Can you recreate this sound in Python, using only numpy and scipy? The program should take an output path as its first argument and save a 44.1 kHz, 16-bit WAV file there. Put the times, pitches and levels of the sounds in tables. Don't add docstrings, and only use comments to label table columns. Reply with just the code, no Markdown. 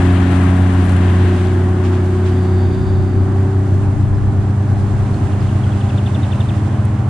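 import sys
import numpy as np
from scipy import signal
from scipy.fft import rfft, irfft, next_fast_len
from scipy.io import wavfile
from scipy.ndimage import uniform_filter1d, minimum_filter1d

SR = 44100
rng = np.random.default_rng(int(sys.argv[2]) if len(sys.argv) > 2 else 0)


def inscribe(sig):
    pcm = np.round(np.clip(np.atleast_2d(sig).T, -1, 1) * 32767)
    wavfile.write(sys.argv[1], SR, pcm.astype(np.int16))


N = 312669
TIME = np.arange(N) / SR


def jet_ski():
    # t/s, f/Hz
    firing_rate = [(0, 90.2), (1.3, 91.5), (2.5, 92.7), (3.1, 95.2), (4, 98.1), (4.95, 99.6), (5.4, 98.6),
                   (5.8, 99.5), (6.15, 99.2), (7.09, 104.4)]
    # cycle order, level/dB re a firing harmonic, number of that harmonic
    weak_lines = [(2, -24, 1), (4, -23, 1), (5, -40.5, 1), (7, -21, 1), (8, -6, 4), (10, -20.5, 4),
                  (11, -8.5, 4), (13, -27, 4), (14, -20.5, 3), (18, -37, 1), (21, -41, 1), (24, -32.5, 1)]
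    firings = np.cumsum(curve(firing_rate)) / SR
    cycles = firings / 3
    levels_db = exhaust_levels_db()
    note = sum(gain_of(db) * partial(firings, k + 1, flutter=0.052) for k, db in enumerate(levels_db))
    note += sum(gain_of(db + levels_db[round(k) - 1]) * partial(cycles, order, flutter=0.26)
                for order, db, k in weak_lines)
    side = colour(note, [(100, -49), (280, -30), (370, -19), (550, -17.5)])
    resonance = [(80, -48), (220, -27), (320, 0), (390, 10), (425, -4.5), (480, -21.5), (1300, -110)]
    pipe = spread(noise_pair(), resonance) * gain_of(levels_db[3] - 13)
    return np.array([note + side, note - side]) + pipe


def exhaust_levels_db(broadside_m=9.6, stern_at_m=33.2, stern_reach_m=7.3, bounce_db=0.34):
    # level/dB, loss/dB per distance doubling, broadside lobe/dB, stern lobe/dB
    harmonics = [(-11.5, 3, 0.85, 1.4), (-24.5, 1.14, 6.5, -1.5), (-35, 0.8, 16, 6.5)]
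    # t/s, level/dB
    pipe_level = [(0, -23), (.5, -30), (1, -32), (1.25, -24.5), (2.4, -24), (3.6, -29), (4.05, -36.5),
                  (5.3, -34), (7.09, -45)]
    along_m, doublings = course()
    broadside = np.exp(-(along_m / broadside_m) ** 2)
    stern = np.exp(-((along_m - stern_at_m) / stern_reach_m) ** 2)
    lower_db = [db + bounce_db * bounce() - loss_db * doublings + side_db * broadside + stern_db * stern
                for db, loss_db, side_db, stern_db in harmonics]
    return lower_db + [curve(pipe_level)]


def course(lag_s=0, pass_s=0.24, closest_m=13.64, speed_m_per_s=9.6):
    along_m = speed_m_per_s * (TIME - pass_s - lag_s)
    return along_m, np.log2(np.hypot(along_m, closest_m) / closest_m)


def bounce(landing_s=0.12, period_s=1.128):
    return np.cos(2 * np.pi * (TIME - landing_s) / period_s)


def burble():
    # f/Hz, level/dB
    spectrum = [(20, -36.5), (45, -16), (75, -1), (115, -2), (160, -4), (280, -3), (340, -7), (410, -14),
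                (460, -24), (600, -38.5), (1000, -79)]
    # t/s, level/dB
    level = [(0, -20), (1.3, -22.5), (2, -25), (2.8, -26.5), (3.6, -26.5), (4.5, -28), (5.5, -26.5),
             (7.09, -28)]
    gulps = noise_pair() * gain_of(1.17 * drift(16))
    return gain_of(curve(level)) * spread(gulps, spectrum)


def spray(wake_roar_db=-33.5, wake_roar_db_per_db=0.18):
    # f/Hz, level/dB
    roar_spectrum = [(200, -27.5), (400, 4.5), (500, -5.5), (620, 2), (770, 1.5), (900, -1.5), (1100, 1),
                     (1300, -3.5), (1600, -1), (2100, -10), (3200, -25), (10000, -84.5)]
    # f/Hz, level/dB
    wake_spectrum = [(200, -37), (400, -5.5), (490, -4), (620, 1), (690, -1.5), (760, 2), (900, -4),
                     (1050, -3.5), (1250, -7), (1550, -9), (2100, -17.5), (3200, -28.5), (10000, -95)]
    # f/Hz, level/dB
    hiss_spectrum = [(700, -28.5), (1400, 0), (1900, 3), (2300, -1.5), (2700, 0), (3400, -4), (4200, -11),
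                     (5500, -23), (9000, -28), (11500, -42), (15500, -59)]
    # t/s, level/dB
    crest_level = [(0, -48.5), (2.2, -49.5), (3.5, -58.5), (4.7, -53.5), (5.4, -46), (6.4, -45.5),
                   (7.09, -50)]
    crest_db = curve(crest_level)
    wake_db = wake_roar_db + wake_roar_db_per_db * (crest_db - crest_db.mean())
    wake = gain_of(wake_db) * spread(noise_pair(), wake_spectrum)
    roar_gain = spray_gain(db=-28, db_per_doubling=11.5, lag_s=-0.12, surge_db=1.2)
    roar = (roar_gain * spread(noise_pair(), roar_spectrum) + wake) * gain_of(0.5 * drift(4.7))
    hiss_gain = spray_gain(db=-36.5, db_per_doubling=18.5, lag_s=0.13, surge_db=2.5)
    hiss = spread(droplets(per_s=2000, size_db=3, wash=1.1), hiss_spectrum) * gain_of(0.77 * drift(20))
    hiss *= np.hypot(hiss_gain, gain_of(crest_db))
    return panned(roar + hiss, water_pan_db())


def spray_gain(db, db_per_doubling, lag_s, surge_db):
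    return gain_of(db - db_per_doubling * course(lag_s)[1] + surge_db * bounce())


def water_pan_db(near_db=7, far_db=-3.5):
    nearness = 0.5 ** (2 * course()[1])
    return far_db + (near_db - far_db) * nearness


def splashes():
    # t/s, level/dB, length/s
    sheets = [(1.3, -46, 0.28), (1.831, -40, 0.1), (1.917, -44, .1), (2.249, -39.5, 0.091)]
    envelope = np.zeros(N)
    for s, db, length_s in sheets:
        u = np.arange(SR) / SR / (length_s / 4)
        add(envelope, s, gain_of(db) * u * np.exp(1 - u))
    spectrum = [(200, -42), (800, -21), (2000, 0.5), (3000, -0.5), (5000, -9), (9000, -19.5),
                (11500, -41), (15000, -48)]
    return envelope * spread(droplets(per_s=2000, size_db=4.5, wash=0.93), spectrum)


def foam(gain_db=3, pan_share=0.3):
    # f/Hz, level/dB
    spectrum = [(1500, -12), (3000, 3), (4200, 2), (5500, -1.5), (7000, -1), (9200, -2.5), (10100, -9.5),
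                (11300, -19.5), (13000, -22.5), (15500, -29)]
    # t/s, relative level/dB
    level = [(0.05, -48), (1.47, -51), (1.66, -53.5), (2.26, -53), (3.06, -56.5), (3.72, -54),
             (4.24, -56.5), (5.06, -53), (6.3, -51), (7.02, -56)]
    fizz = spread(droplets(per_s=2500, size_db=1.5, wash=1.8), spectrum)
    fizz *= gain_of(curve(level) + gain_db + 0.66 * drift(23))
    return panned(fizz, pan_share * water_pan_db())


def mist(db=-54, peak_s=0.35, fade_db_per_s=7):
    spectrum = [(200, -62.5), (5000, -18.5), (8000, -2), (9200, 3.5), (10200, -2), (11200, -13),
                (13000, -11), (15500, -22.5)]
    crackle = spread(droplets(per_s=1100, size_db=5.5, wash=0.8), spectrum)
    return crackle * gain_of(db - fade_db_per_s * abs(TIME - peak_s) + 2 * drift(12))


def whistle(level_db=-51, hold_from_s=2.6, hold_to_s=2.87, rise_db_per_s=19, fall_db_per_s=23):
    # f/Hz, width/Hz, relative level/dB
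    resonances = [(3650, 500, -2), (4600, 380, -1.5), (6760, 600, -12)]
    rush, tone = rng.standard_normal(N), np.zeros(N)
    for hz, width_hz, db in resonances:
        pole = resonator(hz, width_hz)
        tone += gain_of(db) * evened(signal.lfilter([1], np.convolve(pole, pole), rush).real)
    envelope_db = level_db - rise_db_per_s * np.maximum(hold_from_s - TIME, 0)
    envelope_db -= fall_db_per_s * np.maximum(TIME - hold_to_s, 0)
    return panned(tone * gain_of(envelope_db + 0.74 * drift(17)), pan_db=3)


def far_engine():
    # t/s, f/Hz
    cycle_rate = [(0, 18.65), (2, 18.4), (3.5, 18.13), (5, 17.95), (6, 17.79), (7.09, 17.71)]
    # t/s, level/dB
    level = [(0, -27.5), (1.5, -32), (3, -24), (4.5, -22), (7.09, -19.5)]
    # cycle order, relative level/dB
    lines = [(3, -24.5), (4, -13), (5, -1.5), (6, -14), (7, -0.5), (8, -12), (10, -18), (13, -18.5),
             (14, -23), (17, -21), (19, -22)]
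    cycles = np.cumsum(curve(cycle_rate)) / SR
    note = sum(gain_of(db) * partial(cycles, order, flutter=0.16) for order, db in lines)
    return gain_of(curve(level)) * note


def wind(breeze_db=-37):
    # f/Hz, level/dB
    spectrum = [(10, -25.5), (22, 0.5), (30, 6), (55, 6), (80, 4.5), (140, 5), (400, -55), (1500, -110)]
    # peak t/s, level/dB, length/s
    gusts = [(2.97, -24.5, 1), (4.094, -22.5, 1), (4.903, -25, 0.6), (5.424, -31, 0.93)]
    mid, side = colour(noise_pair(), spectrum)
    side = colour(side, [(25, -1.5), (40, -5.5), (60, 1), (120, -6.5)])
    rumble = np.array([mid + side, mid - side]) / np.std(mid)
    swells = sum(gain_of(db) * np.cos(np.pi * np.clip((TIME - s) / length_s, -0.5, 0.5))
                 for s, db, length_s in gusts)
    return panned(rumble, pan_db=6.5) * np.hypot(swells, gain_of(breeze_db))


def drops_and_reel():
    # t/s, relative level/dB, f/Hz, t60/s
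    drops = [(.363, -44, 9000, .02), (.519, -41, 4000, .015), (.893, -32, 3400, .03), (.92, -37, 8800, .02),
             (.965, -36, 9200, .025), (1.47, -32, 3570, .02)]
    # t/s, relative level/dB, f/Hz, t60/s
    reel = [(6.852, -38, 8800, .026)]
    t = np.arange(SR // 10) / SR
    cracks = np.zeros(N)
    for s, db, hz, t60_s in drops + reel:
        ring = signal.lfilter([1], resonator(hz, width_hz=1500), rng.standard_normal(len(t))).real
        add(cracks, s, gain_of(db - 60 * t / t60_s) * evened(ring) / 2)
    return colour(cracks, [(9500, 3), (12000, -6), (15000, -16)])


def birds(echo_db=-9, echo_t60_s=0.12):
    # t/s, level/dB, top f/Hz, end f/Hz, length/s
    calls = [(3.825, -43, 2880, 2500, .018), (4.146, -53, 5120, 4900, .018), (4.806, -55, 5100, 4100, .02),
             (5.137, -44, 4350, 4150, .013), (5.32, -44, 3330, 2600, 0.022), (5.404, -44, 5100, 3900, 0.02),
             (5.482, -45, 3330, 2600, .02)]
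    song = np.zeros(N)
    for s, db, top_hz, end_hz, length_s in calls + trill():
        u = np.linspace(0, 1, round(length_s * SR))
        fallen = np.interp(u, [0, 0.16, 0.36, 0.54, 0.76, 1], [0.28, 0, 0.06, 0.5, 0.84, 1])
        hz = top_hz + (end_hz - top_hz) * fallen
        envelope = gain_of(db - 4.4 * u) * signal.windows.tukey(len(u), 0.35)
        add(song, s, envelope * np.sin(2 * np.pi * np.cumsum(hz) / SR))
    song *= gain_of(2.2 * drift(90))
    t = np.arange(SR // 3) / SR
    trees = rng.standard_normal((2, len(t))) * gain_of(-60 * t / echo_t60_s)
    echo = signal.fftconvolve(song[None], trees / np.linalg.norm(trees[0]), axes=1)[:, :N]
    return panned(song, pan_db=9.5) + gain_of(echo_db) * echo


def trill(count=11, start_s=5.632, step_s=0.0854, note_s=0.025):
    full_db, full_s, swell_db_per_s = -36, 5.92, 20
    crest_hz, crest_s, sag_hz_per_s2, end_hz = 3675, 6.13, 1800, 2420
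    s = start_s + step_s * np.arange(count)
    db = full_db - swell_db_per_s * np.maximum(full_s - s, 0)
    top_hz = (crest_hz - sag_hz_per_s2 * (s - crest_s) ** 2) * (1 + 0.02 * rng.standard_normal(count))
    return [(*note, end_hz, note_s) for note in zip(s, db, top_hz)]


def partial(turns, order, flutter):
    shake = flutter * (drift(8) + 1j * drift(7.9))
    phase = 2 * np.pi * (order * turns + rng.random())
    return np.sqrt(2) * ((1 + shake) * np.exp(1j * phase)).real


def droplets(per_s, size_db, wash):
    sizes = gain_of(size_db * np.minimum(rng.exponential(1, (2, N)), 5))
    signs = rng.choice([-1, 1], (2, N))
    hits = rng.random((2, N)) < per_s / SR
    return evened(sizes * signs * hits) + wash * noise_pair()


def spread(pair, spectrum):
    # f/Hz, side re mid/dB
    width = [(70, -10.5), (130, -22.5), (300, -25), (430, -5.5), (540, -9), (680, -8.5), (950, -3.5),
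             (1500, -6), (2500, -3), (4000, -5), (6000, 0.5), (8500, 2.5), (11000, 3), (14000, -6.5)]
    mid, side = colour(pair, spectrum)
    side = colour(side, width)
    return np.array([mid + side, mid - side]) / np.std(mid)


def colour(x, spectrum):
    hz, db = np.transpose(spectrum)
    size = next_fast_len(N)
    bins_hz = np.arange(size // 2 + 1) * SR / size
    response = gain_of(np.interp(np.log(bins_hz + 1), np.log(hz), db))
    return irfft(rfft(x, size) * response, size)[..., :N]


def drift(rate_hz):
    hop = 64
    frames = N // hop + 2
    hz = np.fft.rfftfreq(frames, hop / SR)
    slow = irfft(rfft(rng.standard_normal(frames)) * np.exp(-(hz / rate_hz) ** 2), frames)
    return evened(np.interp(np.arange(N) / hop, np.arange(frames), slow))


def resonator(hz, width_hz):
    return [1, -np.exp(-np.pi * width_hz / SR) * np.exp(2j * np.pi * hz / SR)]


def panned(x, pan_db):
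    return x * gain_of(np.array([pan_db, -pan_db]).reshape(2, -1) / 2)


def curve(rows):
    return np.interp(TIME, *np.transpose(rows))


def add(mix, start_s, sound):
    part = mix[round(start_s * SR):][:len(sound)]
    part += sound[:len(part)]


def noise_pair():
    return rng.standard_normal((2, N))


def gain_of(db):
    return 10 ** (np.asarray(db) / 20)


def evened(x):
    return x / np.sqrt(np.mean(x ** 2) + 1e-20)


def scene():
    engines = jet_ski() + far_engine() + burble()
    water = spray() + splashes() + foam() + mist() + whistle()
    return engines + water + wind() + drops_and_reel() + birds()


def record(dry):
    ceiling, span_samples, cutoff_hz = 0.78, 1100, 15700
    allowed = np.minimum(1, ceiling / (abs(dry).max(0) + 1e-9))
    gain = uniform_filter1d(minimum_filter1d(allowed, span_samples), span_samples)
    lowpass = signal.firwin(511, cutoff_hz, window=("kaiser", 9), fs=SR)
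    return signal.oaconvolve(dry * gain, lowpass[None], "same")


dry = scene()
out = record(dry)
inscribe(out)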